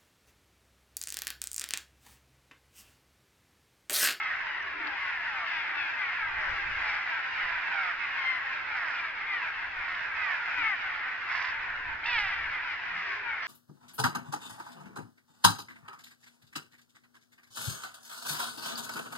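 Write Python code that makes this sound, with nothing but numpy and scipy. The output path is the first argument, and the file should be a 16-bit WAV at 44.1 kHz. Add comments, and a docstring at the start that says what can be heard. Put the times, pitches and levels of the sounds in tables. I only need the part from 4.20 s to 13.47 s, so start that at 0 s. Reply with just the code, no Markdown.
"""Harsh, falling cries of swallows ring out from mud nests under a concrete bridge, beside a river.
Each cry is two voices, one from each side of the syrinx, working one air valve and shaped by throat and beak.
A squeal and a screech stand out closest, then single near birds, then a dense chorus echoing under the deck.
Behind them are faint low hoots and two dry ticks of narrow noise, and coloured noise for water and light wind.
"""
import sys
import numpy as np
from scipy import signal
from scipy.fft import rfft, irfft
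from scipy.io import wavfile
from scipy.ndimage import uniform_filter1d

SR = 44100
rng = np.random.default_rng(int(sys.argv[2]) if len(sys.argv) > 2 else 0)


def to_wav(s):
    """Save 16-bit WAV."""
    ch = np.atleast_2d(s).T  # columns
    pcm = np.round(np.clip(ch, -1, 1) * 32767)  # PCM
    wavfile.write(sys.argv[1], SR, pcm.astype(np.int16))


N = 408807
HZ = np.fft.rfftfreq(N, 1 / SR)
TIME = np.arange(N) / SR

# The two closest birds, each one long cry drawn as a curve:
# (time [s], low voice [Hz], high voice [Hz], level [dB], roughness [0-1])
# a squeal: the voices lock two to three, step down, then plunge and break off
SQUEAL = [(6.31, 1017, 1512, -48, 0.5), (6.365, 996, 1500, -33, 0.34), (6.4, 960, 1462, -33.5, 0),
          (6.43, 888, 1340, -31, 0.12), (6.465, 891, 1315, -29.5, 0.16), (6.5, 832, 1254, -33, 0.2),
          (6.53, 773, 1155, -31, 0.05), (6.558, 653, 1013, -40, 0)]
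# a screech: both voices leap up, the high one falls while the low one arches, and both sink away at the end
SCREECH = [(7.826, 750, 1500, -43, 0.24), (7.858, 926, 1790, -30, 0.37), (7.89, 965, 1660, -32, 0.2),
           (7.925, 975, 1490, -30, 0.28), (7.955, 926, 1385, -28.5, 0.21), (8, 843, 1230, -30.5, 0.28),
           (8.06, 779, 1170, -32.5, 0.27), (8.125, 676, 1000, -38, 0.32)]
# How each closest bird sings its curve: (curve, strength of high voice [ratio], valve drive [1 mellow, 4 shrill],
# beak resonance [Hz], extra treble [dB], left-right [dB])
CLOSEST = [(SQUEAL, .8, 1.7, 2000, 8, 6), (SCREECH, .36, 3.4, 2750, 8, -2.9)]


def closest_birds(taper=0.039):
    """The squeal and the screech: both voices of the syrinx follow drawn curves of pitch, level and roughness."""
    out = np.zeros((2, N))
    for curve, share, drive, beak_hz, treble_db, pan_db in CLOSEST:
        s, *columns = np.transpose(curve)
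        t = np.arange(0, s[-1] - s[0], 1 / SR)
        low_hz, high_hz, db, rough = (np.interp(s[0] + t, s, column) for column in columns)
        swell = gain_of(db) * signal.windows.tukey(len(t), taper)
        cry = swell * syrinx(t, low_hz, high_hz, share, drive, rough)
        level = np.sqrt(np.mean(swell ** 2))  # through_beak evens the cry, so its level is put back
        add(out, s[0], level * through_beak(cry, beak_hz, pan_db, treble_db))
    return out


# Single near cries: (time [s], length [s], low voice at start [Hz], its fall [share of pitch],
# high voice at start [Hz], its fall [share of pitch], strength of high voice beside low [ratio],
# valve drive [1 mellow, 4 shrill], level [dB], loudest point [0-1 of length], roughness [0-1],
# beak resonance [Hz], left-right [dB])
CALLS_NEAR = [(-0.021, 0.18, 846, 0.16, 1293, 0.039, 2.6, 1.1, -37, 0.052, 0.4, 1730, 0),
              (0.555, 0.22, 932, 0.17, 1307, 0.15, 0.18, 1.9, -48, 0.86, 0.2, 3000, 15),
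              (0.745, 0.35, 1017, 0.44, 1161, 0.24, 0.84, 1.9, -39.5, 0.2, 0.28, 1710, 3.5),
              (1.01, 0.31, 934, 0.41, 1484, 0.33, 0.53, 1.4, -42, 0.71, 0.3, 1300, 2),
              (1.241, 0.29, 1067, 0.31, 1672, 0.25, 0.22, 4.3, -41.5, 0.45, 0.35, 2739, 8),
              (1.534, 0.19, 936, 0.13, 1755, 0.15, 0.64, 2.2, -39.5, 0.25, 0.26, 2720, 6.5),
              (1.755, 0.19, 895, 0.3, 1230, 0.2, 2.4, 1.6, -37.5, 0.26, 0.27, 1800, 4),
              (1.91, 0.17, 1034, 0.28, 1674, 0.37, 0.67, 1.9, -42, 0.5, 0.21, 2300, 3),
              (2.155, 0.25, 672, 0.41, 1028, 0.11, 0.32, 1.2, -43, 0.55, 0.41, 1700, 9.5),
              (2.56, 0.28, 885, 0.15, 1556, 0.11, 0.36, 1.2, -38, 0.52, 0.55, 1980, -0.5),
              (3.16, 0.34, 1056, 0.16, 1890, 0.33, 0.51, 2.4, -39.5, 0.14, 0.33, 1670, -7),
              (3.5, 0.22, 820, 0.17, 1524, 0.23, 0.5, 2.4, -36.5, 0.4, 0.32, 1290, -8),
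              (3.785, 0.1, 939, 0.092, 1250, 0.12, 0.9, 1.4, -39.5, 0.5, 0.08, 2150, -5),
              (3.865, 0.13, 1180, 0.16, 1850, 0.17, 0.65, 1.5, -51, 0.44, 0.2, 2900, -2),
              (3.96, 0.23, 1078, 0.07, 1700, 0.18, 0.048, 5.4, -35.5, 0.54, 0.2, 1860, 7),
              (4.45, 0.31, 887, 0.47, 1408, 0.48, 0.62, 2.2, -37.5, 0.87, 0.43, 1690, -5),
              (4.725, 0.18, 1016, 0.069, 1487, 0.19, 2, 0.55, -40.5, 0.11, 0.5, 2580, -1),
              (5.054, 0.135, 933, 0.3, 1230, 0.0498, 2.7, 1.3, -36, 0.43, 0.18, 1980, 3),
              (5.128, 0.17, 1194, 0.35, 1908, 0.36, 0.77, 1.1, -42, 0.61, 0.37, 2320, -6),
              (5.586, 0.28, 819, 0.27, 1174, 0.28, 0.78, 3.3, -42.5, 0.47, 0.4, 1420, -7),
              (5.939, 0.31, 800, 0.32, 1339, 0.37, 2.9, 0.88, -37.5, 0.45, 0.27, 1990, -8.5),
              (6.68, 0.24, 910, 0.16, 1465, 0.18, 0.4, 4.6, -44, 0.2, 0.22, 1480, -5.5),
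              (7.06, 0.25, 1029, 0.019, 1660, 0.047, 0.18, 1.8, -37, 0.62, 0.67, 1590, -7),
              (8.09, 0.18, 847, 0.4, 1209, 0.14, 1.6, 3.3, -39, 0.13, 0.3, 2150, 5),
              (8.321, 0.16, 905, 0.47, 1258, 0.26, 2, 1.5, -41.5, 0.097, 0.21, 2150, -4),
              (8.419, 0.14, 1031, 0.24, 1640, 0.18, 3.1, 1.4, -42, 0.63, 0.31, 1960, 7),
              (8.716, 0.27, 840, 0.33, 1300, 0.22, 2.3, 0.75, -39, 0.77, 0.53, 1900, 3),
              (9.02, 0.17, 1000, 0.23, 1473, 0.2, 0.5, 1.1, -43, 0.34, 0.16, 2330, 8),
              (9.205, 0.26, 1069, 0.05, 1240, 0.22, 0.4, 11.5, -45.5, 0.46, 0.17, 4760, 5)]


def near_birds():
    """Single birds close by: each gives one falling cry through its own beak."""
    out = np.zeros((2, N))
    for s, *voices, db, crest, rough, beak_hz, pan_db in CALLS_NEAR:
        cry = falling_cry(*voices, crest, rough)
        add(out, s, gain_of(db) * through_beak(cry, beak_hz, pan_db))
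    return out


BEND = 1.3  # a falling cry holds its pitch at first, then falls ever faster, as this power of time
END_SAG = 0.052  # share by which the pitch drops in the last moment, as the air runs out


def falling_cry(length, low_hz, low_fall, high_hz, high_fall, share, drive, crest, rough,
                edge_db=-7, taper=0.14):
    """The common cry: both voices glide down while it swells and fades."""
    t = np.arange(int(length * SR)) / SR
    u = t / length
    sag = 1 - END_SAG * u ** 20
    low = low_hz * (1 - low_fall * u ** BEND) * sag
    high = high_hz * (1 - high_fall * u ** BEND) * sag
    swell_db = np.interp(u, [0, np.clip(crest, .05, .95), 1], [edge_db, 0, edge_db])
    swell = gain_of(swell_db) * signal.windows.tukey(len(t), taper)
    return swell * syrinx(t, low, high, share, drive, rough)


JITTER, WOBBLE = .035, .03  # quick and slow unsteadiness of a fully rough voice, as shares of its pitch
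RATTLE_PER_S, RATTLE_DEPTH = 95, .7  # a rough voice breaks into quick pulses
TUNED = .3  # a bird tunes its throat to the sum of its two pitches, which sings out by up to this much


def syrinx(t, low_hz, high_hz, share, drive, rough, rasp=0.87, flutter=0.54):
    """Two voices work one air valve, which also lets through a rasp of air; rough stretches rattle."""
    rough = np.clip(rough, 0, 1)

    def phase(hz):
        unsteady = 1 + rough * (JITTER * waver(t, 498) + WOBBLE * waver(t, 70.6))
        return 2 * np.pi * np.cumsum(hz * unsteady) / SR

    low, high = phase(low_hz), phase(high_hz)
    # the valve opens steeply: the harder it is driven, the more overtones and sums of the two pitches it makes
    flow = np.exp(drive * (np.cos(low) + share * np.cos(high)))
    sum_tone = TUNED * min(share, 1) * np.cos(low + high)
    voices = evened(evened(flow - flow.mean()) + sum_tone)
    hiss = rng.standard_normal(len(t)) * np.sqrt(flow)
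    air = evened(signal.lfilter([1], [1, -.75], hiss))  # tilts the hiss darker
    rattle = np.sin(2 * np.pi * np.cumsum(RATTLE_PER_S * (1 + .3 * waver(t, 60))) / SR)
    pulses = 1 + RATTLE_DEPTH * rough * rattle
    flutters = np.exp(flutter * rough * waver(t, 150))
    return flutters * pulses * ((1 - rough) * voices + rasp * rough * air)


def beak(hz, centre_hz, beak_db=8, beak_octaves=0.51):
    """Gain of the open beak: one broad resonance."""
    octaves_off = np.log2((hz + 1) / centre_hz)
    return gain_of(beak_db * np.exp(-.5 * (octaves_off / beak_octaves) ** 2))


SIDE_S_PER_DB = .000004  # a bird off to one side reaches the nearer port sooner
THROAT_DELAY_S_PER_HZ = .000002  # the throat delays higher overtones more, which rounds the pulses
RING_S = .025  # and rings on briefly after the cry
# Tone of the throat: (frequency [Hz], gain [dB])
THROAT = [(300, -49), (500, -20), (750, -7), (1400, -0.5), (2100, 3.5), (2800, -1.5), (3600, -4.5),
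          (4400, -5.5), (5100, -1), (6000, -13), (7500, -26)]


def through_beak(cry, beak_hz, pan_db, treble_db=0):
    """Throat and open beak colour a cry on its way to both ports, brighter if the bird faces them; rms about one."""
    hz = np.fft.rfftfreq(SR, 1 / SR)
    side_db = np.array([[pan_db], [-pan_db]]) / 2
    arrival = np.exp(2j * np.pi * hz * (SIDE_S_PER_DB * side_db - THROAT_DELAY_S_PER_HZ * hz / 2))
    facing_db = treble_db * np.interp(hz, [3000, 7000], [0, 1])
    tone = gain_of(read(THROAT, hz) + facing_db) * beak(hz, beak_hz)
    sung = irfft(rfft(cry, SR) * tone * arrival, SR)[:, :len(cry) + int(RING_S * SR)]
    return gain_of(side_db) * evened(sung)


def bridge(x, t60=.45):
    """Dense reflections between deck, pier and water: sparse random taps that die away, different at each port."""
    t = np.arange(SR // 2) / SR
    hits = rng.random((2, len(t))) < .06
    taps = rng.standard_normal((2, len(t))) * hits * (t > .004) * gain_of(-60 * t / t60)
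    taps = taps / np.linalg.norm(taps, axis=1, keepdims=True)
    return signal.oaconvolve(x[None], taps, axes=1)[:, :N]


COLONY_ROUGH, COLONY_T60 = .3, .4  # average roughness [0-1], decay of the echo [s]
# Swell of the birds further along, before the overall trim: (time [s], level [dB])
CHORUS = [(0, -32.5), (.5, -35), (1.1, -34), (2.3, -32), (3.1, -32), (3.8, -33), (4.3, -33), (4.97, -35.5),
          (5.25, -33.5), (5.5, -35.5), (6.2, -32), (6.58, -33), (6.8, -34), (7.5, -33.5), (7.78, -36),
          (8.15, -33.5), (8.6, -35.5), (9.27, -34.5)]
# Spectrum of the chorus, relative: (frequency [Hz], level [dB per Hz])
CHORUS_COLOUR = [(350, -42.5), (500, -25), (650, -17.5), (900, -7), (1150, -7.5), (1550, 0.9), (2100, -0.4),
                 (2700, -8), (3100, -16), (4400, -26), (5100, -26.5), (5850, -37.5), (7000, -42.5),
                 (8000, -64.5)]


def colony(count=400, pitch_hz=960, spread=.24, fall=.24, drive=2.77, range_db=7, wet_db=1, level_db=-0.42):
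    """Hundreds of like cries from six clusters of nests, each with its own echo under the bridge."""
    clusters = np.zeros((6, N))
    chances = rng.random((count, 10))
    for i, (when, long, high, steep, steep_high, far, gap, share, harsh, crest) in enumerate(chances):
        first_hz = pitch_hz * (1 + spread * (2 * high - 1))
        cry = falling_cry(.09 + .15 * long, first_hz, fall * (0.2006 + 1.6 * steep),
                          first_hz * (1.3 + .5 * gap), fall * (steep + steep_high),
                          0.53 + share, drive, crest, COLONY_ROUGH * (.5 + harsh))
        start_s = (i + when) / count * (N / SR + .3) - .3
        add(clusters[i % len(clusters)], start_s, gain_of(-range_db * far) * cry)
    direct = np.array([clusters[::2].sum(0), clusters[1::2].sum(0)])
    echo = sum(bridge(cluster, t60=COLONY_T60) for cluster in clusters) / np.sqrt(2)
    chorus = coloured(direct + gain_of(wet_db) * echo, CHORUS_COLOUR)
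    # so many birds never leave a gap: the chorus swells only as the whole colony does
    loudness = np.sqrt(abs(uniform_filter1d((chorus ** 2).mean(0), size=SR // 4)) + 1e-9)
    return gain_of(level_db) * follow(CHORUS) * ports(chorus / loudness)


# Faint low hoots far off: (time [s], length [s], pitch [Hz], peak level [dB])
HOOTS = [(0.201, 0.6, 389, -60.5), (0.48, 0.28, 310.5, -54.5), (1.452, 0.26, 335, -61.5),
         (2.091, 0.53, 367, -63), (6.28, 0.21, 297, -60), (8.65, 0.2, 182, -59.5), (8.799, .35, 400, -60)]
# Small dry ticks: (time [s], centre [Hz], level at onset [dB])
TICKS = [(.424, 5640, -56), (0.671, 4120, -41)]


def small_sounds(hoot_width=60, tick_width=1600, tick_t60=0.038):
    """Fuzzy far hoots and quick dry ticks: narrow noise that swells and fades, or dies at once."""
    out = np.zeros((2, N))
    for s, length, hz, db in HOOTS:
        t = np.arange(int(length * SR)) / SR
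        swell = gain_of(db) * np.sin(np.pi * t / length)
        add(out, s, swell * narrow_noise(t, hz, hoot_width))
    t = np.arange(SR // 20) / SR
    for s, hz, db in TICKS:
        decay = gain_of(db - 60 * t / tick_t60)
        add(out, s, decay * np.array([narrow_noise(t, hz, tick_width) for _ in out]))
    return out


BREEZE_DB = -67.5  # the steady breeze beneath the gusts, before its lumps and puffs
# Spectrum of the water, relative: (frequency [Hz], level [dB per Hz])
RIVER = [(25, -5), (55, -12.5), (80, 3.5), (130, -4), (220, -4.5), (340, 0), (500, -3), (1000, -1),
         (3000, -31), (7000, -61)]
# Spectrum of wind on the microphone, relative: (frequency [Hz], level [dB per Hz])
WIND_COLOUR = [(15, 3.5), (45, -2), (90, -1.5), (160, -16), (300, -21.5), (800, -54)]
# Gusts, before lumps and puffs: (time [s], length [s], peak level [dB])
GUSTS = [(1.843, 1.01, -52), (3.1, .4, -62.5), (5.305, 0.6, -65), (6.284, .26, -58), (7.103, 1.5, -55)]


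def river_and_wind(river_db=-58, lumps_db=5, puffs_db=2.5, puffs_per_s=7):
    """A steady wash of water, and a lumpy breeze that swells and dies away in each gust."""
    water = gain_of(river_db) * coloured(rng.standard_normal((2, N)), RIVER)
    strength = gain_of(BREEZE_DB)
    for s, length, db in GUSTS:
        progress = np.clip((TIME - s) / length, 0, 1)
        strength = strength + gain_of(db) * np.sin(np.pi * progress) ** 2
    uneven_db = lumps_db * np.tanh(waver(TIME, 27)) + puffs_db * np.tanh(waver(TIME, puffs_per_s))
    wind = strength * gain_of(uneven_db) * coloured(rng.standard_normal((2, N)), WIND_COLOUR)
    return ports(water + wind)


# How alike the two microphone ports hear a diffuse sound: (frequency [Hz], likeness [0-1])
LIKENESS = [(60, .75), (300, .45), (550, .35), (1000, .48), (1600, .64), (2100, .64), (2700, .33),
            (4000, .25), (7500, .35)]
# How far the left port leads: (frequency [Hz], phase [rad])
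LEAD = [(0, 0), (1000, .08), (1600, .17), (2100, .28), (2700, .55), (4300, 1.9), (7750, 4.6)]


def ports(pair):
    """Two unrelated signals become the partly alike signals at the two microphone ports."""
    a, b = rfft(pair)
    same = np.clip(read(LIKENESS, HZ), 0, 1)
    right = (same * a + np.sqrt(1 - same ** 2) * b) * np.exp(-1j * read(LEAD, HZ))
    return irfft(np.array([a, right]), N)


def gain_of(db):
    """Decibels to amplitude."""
    return 10 ** (np.asarray(db) / 20)


def evened(x):
    """Scales to an rms of one."""
    return x / np.sqrt(np.mean(x ** 2) + 1e-20)


def read(points, hz):
    """Reads a table on a log-frequency axis."""
    f, value = np.transpose(points)
    return np.interp(np.log(hz + 1), np.log(abs(f) + 1), value)


def follow(curve):
    """A level curve as a gain for every sample."""
    return gain_of(np.interp(TIME, *np.transpose(curve)))


def coloured(x, spectrum):
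    """Gives a sound the broad shape of a spectrum and keeps its fine lines; rms one."""
    z = rfft(x)
    broad = np.sqrt(abs(uniform_filter1d((abs(z) ** 2).mean(0), size=1500)) + 1e-6)
    return evened(irfft(z / broad * gain_of(read(spectrum, HZ)), N))


def add(mix, s, sound):
    """Adds a sound into the mix at time s, trimmed at both ends of the scene."""
    start = round(s * SR)
    sound = sound[..., max(-start, 0):]
    part = mix[..., max(start, 0):][..., :sound.shape[-1]]
    part += sound[..., :part.shape[-1]]


def waver(t, per_s):
    """Smooth chance that takes a new value per_s times a second."""
    return np.interp(t * per_s, np.arange(1024), rng.standard_normal(1024))


def narrow_noise(t, hz, width):
    """Noise in a narrow band around hz: a carrier whose amplitude and phase wander width times a second."""
    wander = waver(t, width) + 1j * waver(t, width)
    return evened((wander * np.exp(2j * np.pi * hz * t)).real)


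ECHO_DB = -11  # echo of the closest birds beside their direct sound
FARTHER_ECHO_DB = -6  # the other near birds sit deeper under the deck


def scene():
    """Closest and near birds with their echo, over the colony, the small sounds, the river and the wind."""
    closest, near = closest_birds(), near_birds()
    left_leads = np.exp(-1j * np.outer([0, 1], read(LEAD, HZ)))
    direct = irfft(rfft(closest + near) * left_leads, N)
    into_deck = (gain_of(ECHO_DB) * closest + gain_of(FARTHER_ECHO_DB) * near).mean(0)
    echo = ports(bridge(into_deck, t60=0.18))
    return direct + echo + colony() + small_sounds() + river_and_wind()


EDGE_HZ = 7800


def record(dry):
    """The recorder's band limit: a steep low-pass at EDGE_HZ."""
    lowpass = signal.firwin(301, EDGE_HZ, window=("kaiser", 8), fs=SR)
    return signal.oaconvolve(dry, lowpass[None], "same")


dry = scene()
out = record(dry)
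to_wav(out)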